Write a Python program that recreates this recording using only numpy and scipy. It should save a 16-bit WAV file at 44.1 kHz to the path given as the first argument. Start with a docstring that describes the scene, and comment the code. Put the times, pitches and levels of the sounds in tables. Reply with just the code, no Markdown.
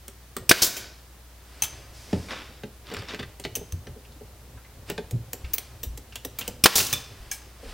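"""Air nailer at the workbench

An air nailer drives two brads into a wooden birdhouse in a small workshop: bursts of noise and a pressure pulse.
Between and around the shots, boards tap, tick, knock and scrape (short noises and ringing tones, rubbing noise);
the nailer rebounds after each shot with a knock, and its sprung steel nose clicks (high ringing tones).
The bench thumps at low pitches and sleeves swish. Room tone and a low hum lie under it all.
A limiter ducks each shot and lets the room swell back."""
import sys
import numpy as np
from scipy import signal
from scipy.fft import rfft, irfft, next_fast_len
from scipy.io import wavfile
from scipy.ndimage import uniform_filter1d

SR = 44100
rng = np.random.default_rng(int(sys.argv[2]) if len(sys.argv) > 2 else 0)


def master_out(mix):
    """Clip the mix to full scale and print it as 16-bit PCM to the path in sys.argv[1]."""
    frames = np.transpose(np.atleast_2d(mix))
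    ceiling = np.clip(frames, -1, 1)
    pcm = np.round(ceiling * 32767).astype(np.int16)
    wavfile.write(sys.argv[1], SR, pcm)


N = 340893
TIME = np.arange(N) / SR
HIT = np.arange(SR * 3 // 5) / SR  # the time axis of one blow

# In all tables t60 is the time to die away by 60 dB. Event levels are relative: some layers are trimmed later.
# One row a shot: (valve opens [s], valve level [dB], housing ring [dB], driver lands [s], driver level [dB],
# noise tail up to the exhaust [dB], exhaust starts [s], puff level [dB], puff t60 [s],
# trailing air [dB], its t60 [s])
SHOTS = [(.492, 11, -8.5, .5117, 17, -10, .6175, 4.5, 0.14, -11.5, 0.3),
         (6.6379, 7.5, -2, 6.6575, 15.5, -13, 6.753, 1.5, 0.13, -7, 0.34)]
# Colour of the air spitting through the valve: (frequency [Hz], level [dB])
VALVE_COLOUR = [(40, -9), (250, 1), (700, -11.5), (1500, -14), (2500, -3), (3550, -3), (4400, -6),
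                (5350, 6), (6800, -11), (8800, 2), (11000, -9), (16000, -0.5)]
# Colour of the driver's slam: (frequency [Hz], level [dB])
DRIVER_COLOUR = [(40, -17), (170, -11), (400, -3.5), (850, -6.5), (1350, -2), (1700, 4), (2200, 1),
                 (3600, -2.5), (7000, -10.5), (16000, -16.5)]
# Ringing tones of the nailer's housing: (frequency [Hz], level [dB], t60 [s])
HOUSING_MODES = [(1200, -10.5, 0.075), (2430, -4.5, 0.0491), (3046, -11, .04), (3526, 1.5, 0.055),
                 (5400, -1.5, 0.043)]
# Colour of the steady noise tail between slam and exhaust, the room's ring: (frequency [Hz], level [dB])
TAIL_COLOUR = [(100, -3.5), (900, -3.5), (2000, 1), (5200, 1), (7000, -6), (10000, -10), (16000, -6.5)]
# Colour of the venting cylinder: (frequency [Hz], level [dB])
EXHAUST_COLOUR = [(40, -4.5), (300, -6), (1000, -10.5), (2000, -13.5), (3500, -3), (5800, 2), (8000, -3),
                  (11000, -6), (16000, -3)]

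# The steel nose snaps, slides or catches:
# (time [s], click [dB], ring [dB], squeak [dB], wood under it [dB], contact t60 [s])
CLICKS = [(.766, -25, -33, -43, -37.5, 0.11), (1.621, -23, -17, -40, -62, 0.04),
          (1.634, -23.5, -27, -36, -67, 0.097), (3.553, -27, -25, -29, -49, 0.075),
          (3.722, -35, -39, -62, -54, 0.0083), (5.109, -35.5, -60, -53, -41.5, 0.022),
          (5.331, -26.5, -61, -33, -38, 0.017), (5.534, -27.5, -31, -17.5, -48, 0.067),
          (5.5809, -24, -45, -29, -45.5, 0.018), (5.831, -31, -43, -29, -39.5, 0.074),
          (5.974, -36.5, -55, -55, -43.5, 0.028), (6.155, -31.5, -59, -45, -52, 0.03),
          (6.248, -28.5, -51, -35, -33, 0.027), (6.386, -26.5, -45, -28.5, -43, 0.066),
          (6.409, -33.5, -54, -46, -43.5, 0.018), (6.4772, -25, -43, -37, -30, 0.021),
          (6.927, -16, -24, -38, -37.5, 0.036), (6.935, -21, -56, -41, -50, 0.016),
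          (7.313, -30, -28, -45, -70, 0.18)]
# Ringing tones of the steel nose: (frequency [Hz], level [dB], t60 [s])
STEEL_MODES = [(2640, -13, 0.056), (3200, -13.5, .025), (6153, -1, 0.025), (6250, -2.5, 0.053),
               (8160, -19, .045), (9160, -13, 0.063), (9600, -18, 0.095), (12200, -10, 0.035),
               (15590, -12, 0.033)]
# Highest tones, heard as the steel slides: (frequency [Hz], level [dB], t60 [s])
SQUEAK_MODES = [(10000, -17.5, 0.049), (14000, -4, .024), (14300, -8, 0.016), (15650, -7, .02)]
# Ringing tones of the nailer's spring: (frequency [Hz], level [dB], t60 [s])
SPRING_MODES = [(1630, -0.5, 0.049), (2280, -4, .09), (5260, 2, 0.03), (6660, 1, .05), (8350, -1.5, 0.054)]
NOSE_WOOD_HZ = 440  # pitch of the board where the nose touches it
RESEAT_S, RESEAT_DB = 6.934, -21  # the nailer rocks back against the wood and its housing rings
RELEASE_S, RELEASE_DB = 7.3138, -30.5  # the nailer is lifted off and its spring clinks
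SKID_RAD = 0.38  # how far the chattering contact jolts each tone's phase

# Knocks on wood: boards tapping, and the nailer rebounding after each shot:
# (time [s], clack [dB], board ring [dB], bright edge [dB], clack t60 [s])
KNOCKS = [(0.08, -38, -46.5, -35.5, 0.033), (0.3653, -24, -34, -27.5, 0.034),
          (0.6443, -18, -33, -10, 0.037), (0.6665, -14, -34, -28, 0.027), (2.1288, -28, -24, -58, 0.048),
          (2.6343, -31.5, -36, -67, 0.026), (2.915, -33, -35.5, -58, 0.08), (2.9377, -36, -41, -37.5, .04),
          (2.9663, -24.5, -42.5, -48, 0.02), (3.0211, -31, -44, -52, 0.013),
          (3.1453, -24.5, -39, -50, 0.013), (3.1959, -29, -36.5, -48, 0.026),
          (3.2278, -28.5, -47, -55, .04), (3.3974, -37, -42.5, -37.5, 0.033),
          (3.4498, -21, -31.5, -43, 0.025), (3.8693, -35.5, -47, -62, 0.032), (4.899, -25, -30, -30, 0.04),
          (4.9783, -24.5, -47, -51, 0.032), (6.78, -4, -21, -7, 0.03), (6.802, -3, -27, -20, .04)]
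# Ringing tones of the boards: (frequency [Hz], level [dB], t60 [s])
BOARD_MODES = [(184, -5.5, .12), (251, -1, 0.083), (345, -0.5, 0.081), (400.7, -2, 0.13), (478, -2, 0.082),
               (590, -2.5, 0.085), (720, -4, 0.05), (870, -8, 0.074)]
# Colour of the dry clack: (frequency [Hz], level [dB])
CLACK_COLOUR = [(200, -14), (700, -10), (1100, -3), (1800, 2), (2400, -3), (3100, 1), (5000, -7.5),
                (7500, -17), (16000, -39)]
# Colour of the knock's bright edge: (frequency [Hz], level [dB])
EDGE_COLOUR = [(1000, -33.5), (4500, -9), (7800, 5.5), (10500, -4), (13000, -1.5), (16000, -2.5)]
# An edge catches in the grain and lets go with a dry tick: (time [s], level [dB], pitch [Hz])
TICKS = [(2.987, -40, 4800), (3.0884, -38, 3800), (3.438, -34.5, 4070), (4.05, -51.5, 2800),
         (4.119, -51.5, 4150), (4.574, -47.5, 1490), (4.646, -50.5, 2120), (4.888, -42, 2470),
         (5.444, -39.5, 2580), (6.123, -43, 2760), (6.157, -33.5, 2980), (6.411, -31.5, 2890)]
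TICK_T60_S, TICK_RING_S = 0.06, 0.097  # t60 of a tick's snap and of its ring
# A board is nudged against its neighbour and gives a hollow knock: (time [s], level [dB], pitch [Hz])
NUDGES = [(2.918, -34.5, 391), (3.131, -36.5, 387), (3.564, -36, 428), (3.608, -37.5, 380),
          (3.869, -44, 470), (3.959, -46.5, 400), (4.208, -41, 397), (4.978, -29.5, 412),
          (7.628, -40.5, 440), (7.65, -40.5, 426)]
BEND, BEND_S = 0.18, 0.015  # pressed wood starts sharp by this fraction; time constant of its relaxing

# The bench takes a push: (time [s], level [dB], pitch [Hz], builds in [s])
THUMPS = [(2.13, -16.5, 178.2, 0.004), (2.134, -23.5, 86.5, 0.0097), (2.636, -31, 190, 0.0042),
          (3.19, -34.5, 125, 0.011), (3.462, -35.5, 125, 0.01), (3.722, -28, 83.4, 0.02),
          (3.876, -33, 77.6, 0.011), (4.897, -33.5, 188, 0.0029), (5.121, -20, 113.8, 0.022),
          (5.433, -32, 61, 0.014), (5.861, -28.5, 55, 0.015), (6.93, -35.5, 114, .009),
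          (7.19, -38, 40, 0.016), (7.645, -34, 32.3, .03)]
# The sway's t60 at this pitch; lower sways last longer by this power
SWAY_T60_S, SWAY_HZ, SWAY_SLOPE = 0.21, 100, 0.84
# A board slides over the bench:
# (start [s], level [dB], breaks loose in [s], pushed for [s], t60 as it comes to rest [s])
SCRAPES = [(2.284, -35.5, 0.0035, 0.012, 0.12), (2.304, -36.5, 0.0089, .008, 0.71),
           (2.834, -43, 0.062, 0.033, 0.098), (2.935, -42, .007, 0.062, 0.67),
           (3.074, -40, 0.016, 0.053, 0.08), (3.189, -35.5, 0.0033, .008, 0.065)]
# Colour of rubbing wood grain: (frequency [Hz], level [dB])
GRAIN_COLOUR = [(120, -26), (220, 1.5), (461, -2), (815, -6), (1100, -2), (2400, -4.5), (3000, -4),
                (3250, -10), (3520, -2), (4150, -12), (4730, -9), (5100, -16), (5700, -16), (8210, -25.5),
                (14000, -42)]
# Colour of boards shifting under the hands: (frequency [Hz], level [dB])
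JOSTLE_COLOUR = [(30, -3.5), (110, 7.5), (170, -8), (240, -5), (330, -12), (460, -7), (800, -17.5),
                 (2000, -38.5), (6000, -50)]
HOLD_S, HOLD_FOR_S, HOLD_DB = 1.51, 5.48, -52.5  # hands hold the boards: start, duration, steady jostle
# The boards rock after each contact: level relative to its wood level in the tables, rise and t60
ROCK_DB, ROCK_RISE_S, ROCK_T60_S = -14, 0.0294, 0.61
# The sleeve brushes past as the arm moves: (middle [s], length [s], level [dB])
SWISHES = [(1.695, 0.43, -48), (2.164, 0.31, -48.5), (4.899, 0.051, -41.5), (5.57, 0.44, -52.5),
           (6.45, 0.14, -45.5), (7.23, 0.67, -52), (7.71, 0.17, -45)]
# Colour of the brushing sleeve: (frequency [Hz], level [dB])
CLOTH_COLOUR = [(300, 8.5), (900, 5.5), (2500, 4.5), (4000, 0), (5000, 3), (6500, -6.5), (9000, -5),
                (12000, -17), (16000, -16.5)]
# Colour of the sleeve on the long reach: (frequency [Hz], level [dB])
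REACH_COLOUR = [(1000, -7), (4200, -4), (5000, 2), (7000, -5), (9500, -8.5), (16000, -22)]
REACH_S, REACH_FOR_S, REACH_DB = 1.916, 0.36, -52.5  # an arm reaches across the bench: start, duration, level

# Colour of the room tone: (frequency [Hz], level [dB])
AIR_COLOUR = [(25, -27.5), (50, -18), (85, -15), (125, -21), (220, -26), (730, -29.5), (1050, -31),
              (2000, -35), (2700, -37), (5000, -39.5), (10000, -48.5)]
AIR_DB = -54.5
# Mains hum: (frequency [Hz], level [dB])
HUM = [(60, -51), (120, -65)]
# How long the room rings: (frequency [Hz], t60 [s])
ROOM_DECAY = [(100, 0.4), (500, 0.6), (2000, 0.53), (5000, 0.57), (9000, 0.35), (16000, 0.19)]
# Left-right difference relative to the middle: (frequency [Hz], level [dB])
WIDTH = [(40, -30), (250, -21), (600, -16.5), (1200, -25), (2500, -23), (5000, -19), (14000, -16)]
# Colour of each microphone's own noise: (frequency [Hz], level [dB])
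HISS_COLOUR = [(100, 1.5), (1000, 0.5), (16000, 0.5)]
HISS_DB = -55.5
BAND_END_HZ = 16050


def amp(db):
    """Decibels to gain."""
    return 10 ** (np.asarray(db) / 20)


def unit(x):
    """Scales to rms 1."""
    return x / np.sqrt(np.mean(x ** 2) + 1e-20)


def crest(x):
    """Scales so that the loudest 4 milliseconds have rms 1."""
    return x / np.sqrt(uniform_filter1d(x ** 2, size=176).max() + 1e-20)


def read(points, hz):
    """Reads a table at any frequency, on a logarithmic frequency axis."""
    f, value = np.transpose(points)
    return np.interp(np.log(hz + 1), np.log(f + 1), value)


def add(mix, s, sound):
    """Lays a sound into the mix at time s."""
    part = mix[round(s * SR):][:len(sound)]
    part += sound[:len(part)]


def noise(spectrum, size=N, ripple_db=0):
    """Noise of rms 1 with the given colour, and optional chance peaks a few hundred Hz apart."""
    count = next_fast_len(size)
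    hz = np.fft.rfftfreq(count, 1 / SR)
    ripple = np.interp(hz, np.linspace(0, SR / 2, 80), rng.standard_normal(80))
    colour = amp(read(spectrum, hz) + ripple_db * ripple)
    return unit(irfft(rfft(rng.standard_normal(count)) * colour, count)[:size])


def drift(rate):
    """A random wander of rms 1, heading for a new value rate times a second."""
    return unit(np.interp(TIME * rate, np.arange(N // 8), rng.standard_normal(N // 8)))


def swell(rise, t60):
    """A smooth, quick rise and an exponential fall."""
    attack = np.sin(np.pi / 2 * np.minimum(HIT / rise, 1)) ** 2
    return attack * amp(-60 * np.maximum(HIT - rise, 0) / t60)


def gesture(start, rise, hold, t60):
    """The gain of one movement: it builds, holds and dies away."""
    t = TIME - start
    return np.clip(t / rise, 0, 1) * amp(-60 * np.maximum(t - rise - hold, 0) / t60)


def burst(spectrum, rise, t60):
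    """A puff of noise that rises quickly and dies away."""
    return crest(noise(spectrum, len(HIT)) * swell(rise, t60))


def knock(spectrum, rise, t60):
    """Noise standing for a crowd of heavily damped tones; each contact favours different ones."""
    return crest(noise(spectrum, len(HIT), ripple_db=3) * swell(rise, t60))


def ring(modes, contact_t60):
    """Tones driven by a chattering contact: each builds and skids, then dies at its own speed."""
    out = np.zeros(len(HIT))
    for hz, db, t60 in modes:
        shape = swell(contact_t60 / 10, t60)
        jolts = SKID_RAD * np.interp(HIT * hz / 12, np.arange(1000), rng.standard_normal(1000))
        skid = jolts * swell(0.001, 6 * contact_t60)
        turns = (hz + 14 * rng.standard_normal()) * HIT + rng.random()  # the grip shifts each tone
        level = amp(db + 1.7 * rng.standard_normal())
        out += level * shape * np.sin(2 * np.pi * turns + skid)
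    chatter = 1 + 0.61 * rng.standard_normal(len(HIT)) * swell(0.001, contact_t60)
    return crest(out * uniform_filter1d(chatter, size=16))


def relaxing(hz):
    """A tone that starts a little sharp and sinks to its pitch."""
    return np.sin(2 * np.pi * np.cumsum(hz * (1 + BEND * np.exp(-HIT / BEND_S))) / SR)


def hollow(hz):
    """A board's main bending tone speaks first; a lower one blooms after it, over the ring of the rest."""
    upper = relaxing(hz) * swell(0.0059, 0.048)
    lower = amp(-12) * relaxing(hz * 0.554) * swell(0.019, 0.1)
    return crest(crest(upper + lower) + amp(-2) * ring(BOARD_MODES, contact_t60=0.09))


def grains(per_s, spread_db, colour, t60):
    """Scattered micro-contacts of uneven size, each one of eight kinds of tiny noisy click."""
    sizes = amp(spread_db * np.minimum(rng.exponential(1, N), 3))
    train = (rng.random(N) < per_s / SR) * sizes
    kind = rng.integers(0, 8, N)
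    out = np.zeros(N)
    for k in range(8):
        click = burst(colour, rise=0.00023, t60=t60)[:SR // 20]
        out += signal.oaconvolve(train * (kind == k), click)[:N]
    return unit(out)


def shots():
    """The valve spits, the driver slams, a noise tail rings on; letting the trigger go vents the cylinder."""
    out = np.zeros(N)
    for (valve_s, valve_db, housing_db, driver_s, driver_db, tail_db,
         vent_s, puff_db, puff_t60, trail_db, trail_t60) in SHOTS:
        # air rushes in while the piston travels, and stops soon after it lands
        stroke = np.clip(1 - (HIT - driver_s + valve_s) / 0.0101, 0, 1)
        spit = burst(VALVE_COLOUR, rise=0.004, t60=0.029)
        inrush = amp(-12.0) * stroke * burst(VALVE_COLOUR, rise=0.024, t60=0.19)
        add(out, valve_s, amp(valve_db) * (spit + inrush))
        add(out, valve_s, amp(housing_db) * ring(HOUSING_MODES, contact_t60=0.05))
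        add(out, driver_s, amp(driver_db) * burst(DRIVER_COLOUR, rise=0.0027, t60=0.033))
        u = HIT / 0.00045
        add(out, driver_s, -amp(driver_db + 4.0) * u * (2 - u) * np.exp(-u))  # the recoil's pressure pulse
        fade = np.clip(1 - (HIT - vent_s + driver_s) / 0.02, 0, 1)  # the tail fades out around the exhaust
        add(out, driver_s, amp(tail_db) * fade * burst(TAIL_COLOUR, rise=0.013, t60=0.65))
        flutter = amp(1.5 * drift(rate=200)[:len(HIT)])  # the escaping jet is turbulent
        puff = amp(puff_db) * burst(EXHAUST_COLOUR, rise=0.004, t60=puff_t60)
        trail = amp(trail_db) * burst(EXHAUST_COLOUR, rise=0.021, t60=trail_t60)
        add(out, vent_s, flutter * (puff + trail))
    return out


def nose():
    """Steel clicks and rings against the wood; where it slides, its highest tones squeak."""
    out = np.zeros(N)
    colour = [(100, 0.0), (450, -14), (900, -3.5), (1600, -5.0), (3000, 1.5), (4500, -2.0),
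              (7800, 1.0), (10500, -3), (13000, -2.5), (16000, -0.5)]  # (frequency [Hz], level [dB])
    for s, click_db, ring_db, squeak_db, wood_db, t60 in CLICKS:
        add(out, s, amp(click_db) * knock(colour, rise=0.0022, t60=t60))
        add(out, s, amp(ring_db) * ring(STEEL_MODES, contact_t60=0.0089))
        add(out, s, amp(squeak_db) * ring(SQUEAK_MODES, contact_t60=t60))
        add(out, s, amp(wood_db) * hollow(NOSE_WOOD_HZ))
    add(out, RESEAT_S, amp(RESEAT_DB) * ring(HOUSING_MODES, contact_t60=0.023))
    add(out, RELEASE_S, amp(RELEASE_DB) * ring(SPRING_MODES, contact_t60=0.029))
    return out


def wood_knocks():
    """Each board tap or nailer rebound has a bright edge, a dry clack and the hollow ring of the boards."""
    out = np.zeros(N)
    for s, clack_db, board_db, edge_db, t60 in KNOCKS:
        seating = 1 + amp(-12.0) * drift(rate=320)[:len(HIT)]  # the faces meet unevenly
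        clack = crest(seating * knock(CLACK_COLOUR, rise=0.0012, t60=t60))
        add(out, s, amp(clack_db - 7.0) * clack)
        add(out, s, amp(board_db + 1.5) * ring(BOARD_MODES, contact_t60=0.015))
        add(out, s, amp(edge_db - 1) * knock(EDGE_COLOUR, rise=0.002, t60=0.015))
    return out


def ticks():
    """A small catch in the grain snaps free and rings briefly around one pitch."""
    out = np.zeros(N)
    for s, db, hz in TICKS:
        colour = [(hz / 8, -20), (hz * 0.75, -12), (hz, 0), (hz * 1.25, -11), (hz * 2.2, -20), (hz * 4, -42)]
        snap = burst(colour, rise=0.0028, t60=TICK_T60_S)
        tone = np.sin(2 * np.pi * hz * HIT) * swell(0.00092, TICK_RING_S)
        add(out, s, amp(db) * (amp(-1.5) * snap + amp(-12) * tone))
    return out


def nudges():
    """The boards knock softly against each other, each with a hollow ring."""
    out = np.zeros(N)
    for s, db, hz in NUDGES:
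        add(out, s, amp(db) * hollow(hz))
    return out


def thumps():
    """The bench sways at one low, sinking pitch, blurred by its neighbours; the lower, the longer."""
    out = np.zeros(N)
    for s, db, hz, rise in THUMPS:
        colour = [(hz / 4, -14), (hz, 0), (hz * 2, -8), (hz * 4, -24), (hz * 20, -65)]
        neighbours = noise(colour, len(HIT))
        shape = swell(rise, SWAY_T60_S * (SWAY_HZ / hz) ** SWAY_SLOPE)
        add(out, s, amp(db) * (relaxing(hz) + 0.46 * neighbours) * shape)
    return out


def scrapes():
    """Wood grain catches and slips unevenly under a sliding board."""
    rub = unit(noise(GRAIN_COLOUR) * amp(2 * drift(rate=260)))
    grit = [(400, -11.5), (1500, 1.0), (3500, 6), (4200, -12),
            (5200, 5.0), (6200, -20), (9000, -20), (14000, -36)]  # (frequency [Hz], level [dB])
    catches = grains(per_s=170, spread_db=5, colour=grit, t60=0.008)
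    speed = sum(amp(db) * gesture(s, rise, pushed, t60) for s, db, rise, pushed, t60 in SCRAPES)
    return speed * (amp(-2) * rub + amp(-7.5) * catches)


def jostle():
    """The boards shift under the hands, and rock for a moment after every knock and click."""
    contacts = [(s, db) for s, _, db, _, _ in KNOCKS]
    contacts += [(s, db) for s, _, _, _, db, _ in CLICKS]
    power = (amp(HOLD_DB) * gesture(HOLD_S, rise=0.1, hold=HOLD_FOR_S, t60=2.1)) ** 2
    for s, wood_db in contacts:
        add(power, s, (amp(wood_db + ROCK_DB) * swell(ROCK_RISE_S, ROCK_T60_S)) ** 2)
    return np.sqrt(power) * unit(noise(JOSTLE_COLOUR) * amp(4.5 * drift(rate=42)))


def cloth():
    """Each swish of the sleeve swells and fades evenly; the long reach has a hiss of its own."""
    speed = sum(amp(db) * np.exp(-(2 * (TIME - s) / length) ** 2) for s, length, db in SWISHES)
    reach = amp(REACH_DB) * gesture(REACH_S, rise=0.035, hold=REACH_FOR_S, t60=1.16)
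    return amp(-1.5) * speed * noise(CLOTH_COLOUR) + reach * noise(REACH_COLOUR)


def background():
    """Even room tone and a steady mains hum whose phase wanders slightly."""
    hum = np.zeros(N)
    for hz, db in HUM:
        hum += amp(db) * np.sqrt(2) * np.sin(2 * np.pi * hz * TIME + 0.1 * drift(rate=4))
    return amp(AIR_DB) * noise(AIR_COLOUR) + hum


def workshop(x, wet_db, early_db):
    """Quick echoes off bench and wall, then a diffuse tail that dies at its own speed in each band."""
    t = np.arange(SR) / SR
    hz, frame_s, z = signal.stft(rng.standard_normal(SR), SR, nperseg=256)
    z *= amp(-60 * frame_s / read(ROOM_DECAY, hz)[:, None])
    tail = signal.istft(z, SR, nperseg=256)[1][:SR] * np.clip((t - 0.004) / 0.00674, 0, 1)
    sparse = rng.standard_normal(SR) * (rng.random(SR) < 1500 / SR)  # about 1500 echoes a second
    early = sparse * (t > 0.0015) * np.exp(-t / 0.014)
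    echo = amp(wet_db) * tail / np.linalg.norm(tail) + amp(early_db) * early / np.linalg.norm(early)
    return x + signal.fftconvolve(x, echo)[:N]


def microphones(x):
    """Two close ports hear nearly the same; they differ in scattered echoes and in their own hiss."""
    count = next_fast_len(N + len(HIT))
    scatter = rng.standard_normal(len(HIT)) * HIT * np.exp(-HIT / 0.003)
    scatter /= np.linalg.norm(scatter)
    colour = amp(read(WIDTH, np.fft.rfftfreq(count, 1 / SR)))
    side = irfft(rfft(x, count) * rfft(scatter, count) * colour, count)[:N]
    hiss = np.array([noise(HISS_COLOUR), noise(HISS_COLOUR)])
    return np.array([x + side, x - side]) + amp(HISS_DB) * hiss


def scene():
    """The nailer and the handwork in the room, over the background."""
    nailer = workshop(shots(), wet_db=-22, early_db=-13)
    steel = workshop(nose(), wet_db=-14.5, early_db=-9.0)
    wood = workshop(wood_knocks() + ticks() + nudges(), wet_db=-14.5, early_db=-7.0)
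    handling = workshop(thumps() + scrapes() + jostle() + cloth(), wet_db=-13.0, early_db=-10.5)
    return microphones(nailer + steel + wood + handling + background())


def record(dry):
    """A limiter drops almost at once and recovers steadily; peaks clip, and the band ends steeply."""
    power_db = 10 * np.log10(abs(uniform_filter1d((dry ** 2).mean(0), size=130)) + 1e-12)
    recovery_db = 70 * TIME  # the gain recovers by 70 dB a second
    held_db = np.maximum.accumulate(power_db + recovery_db) - recovery_db
    over_db = np.maximum(held_db + 5.0, 0)  # the limiter acts above -5 dB
    limited = np.clip(dry / amp(uniform_filter1d(over_db, size=40)), -1, 1)
    lowpass = signal.firwin(511, BAND_END_HZ, window=("kaiser", 8), fs=SR)
    return signal.oaconvolve(limited, lowpass[None], "same")


dry = scene()
out = record(dry)
master_out(out)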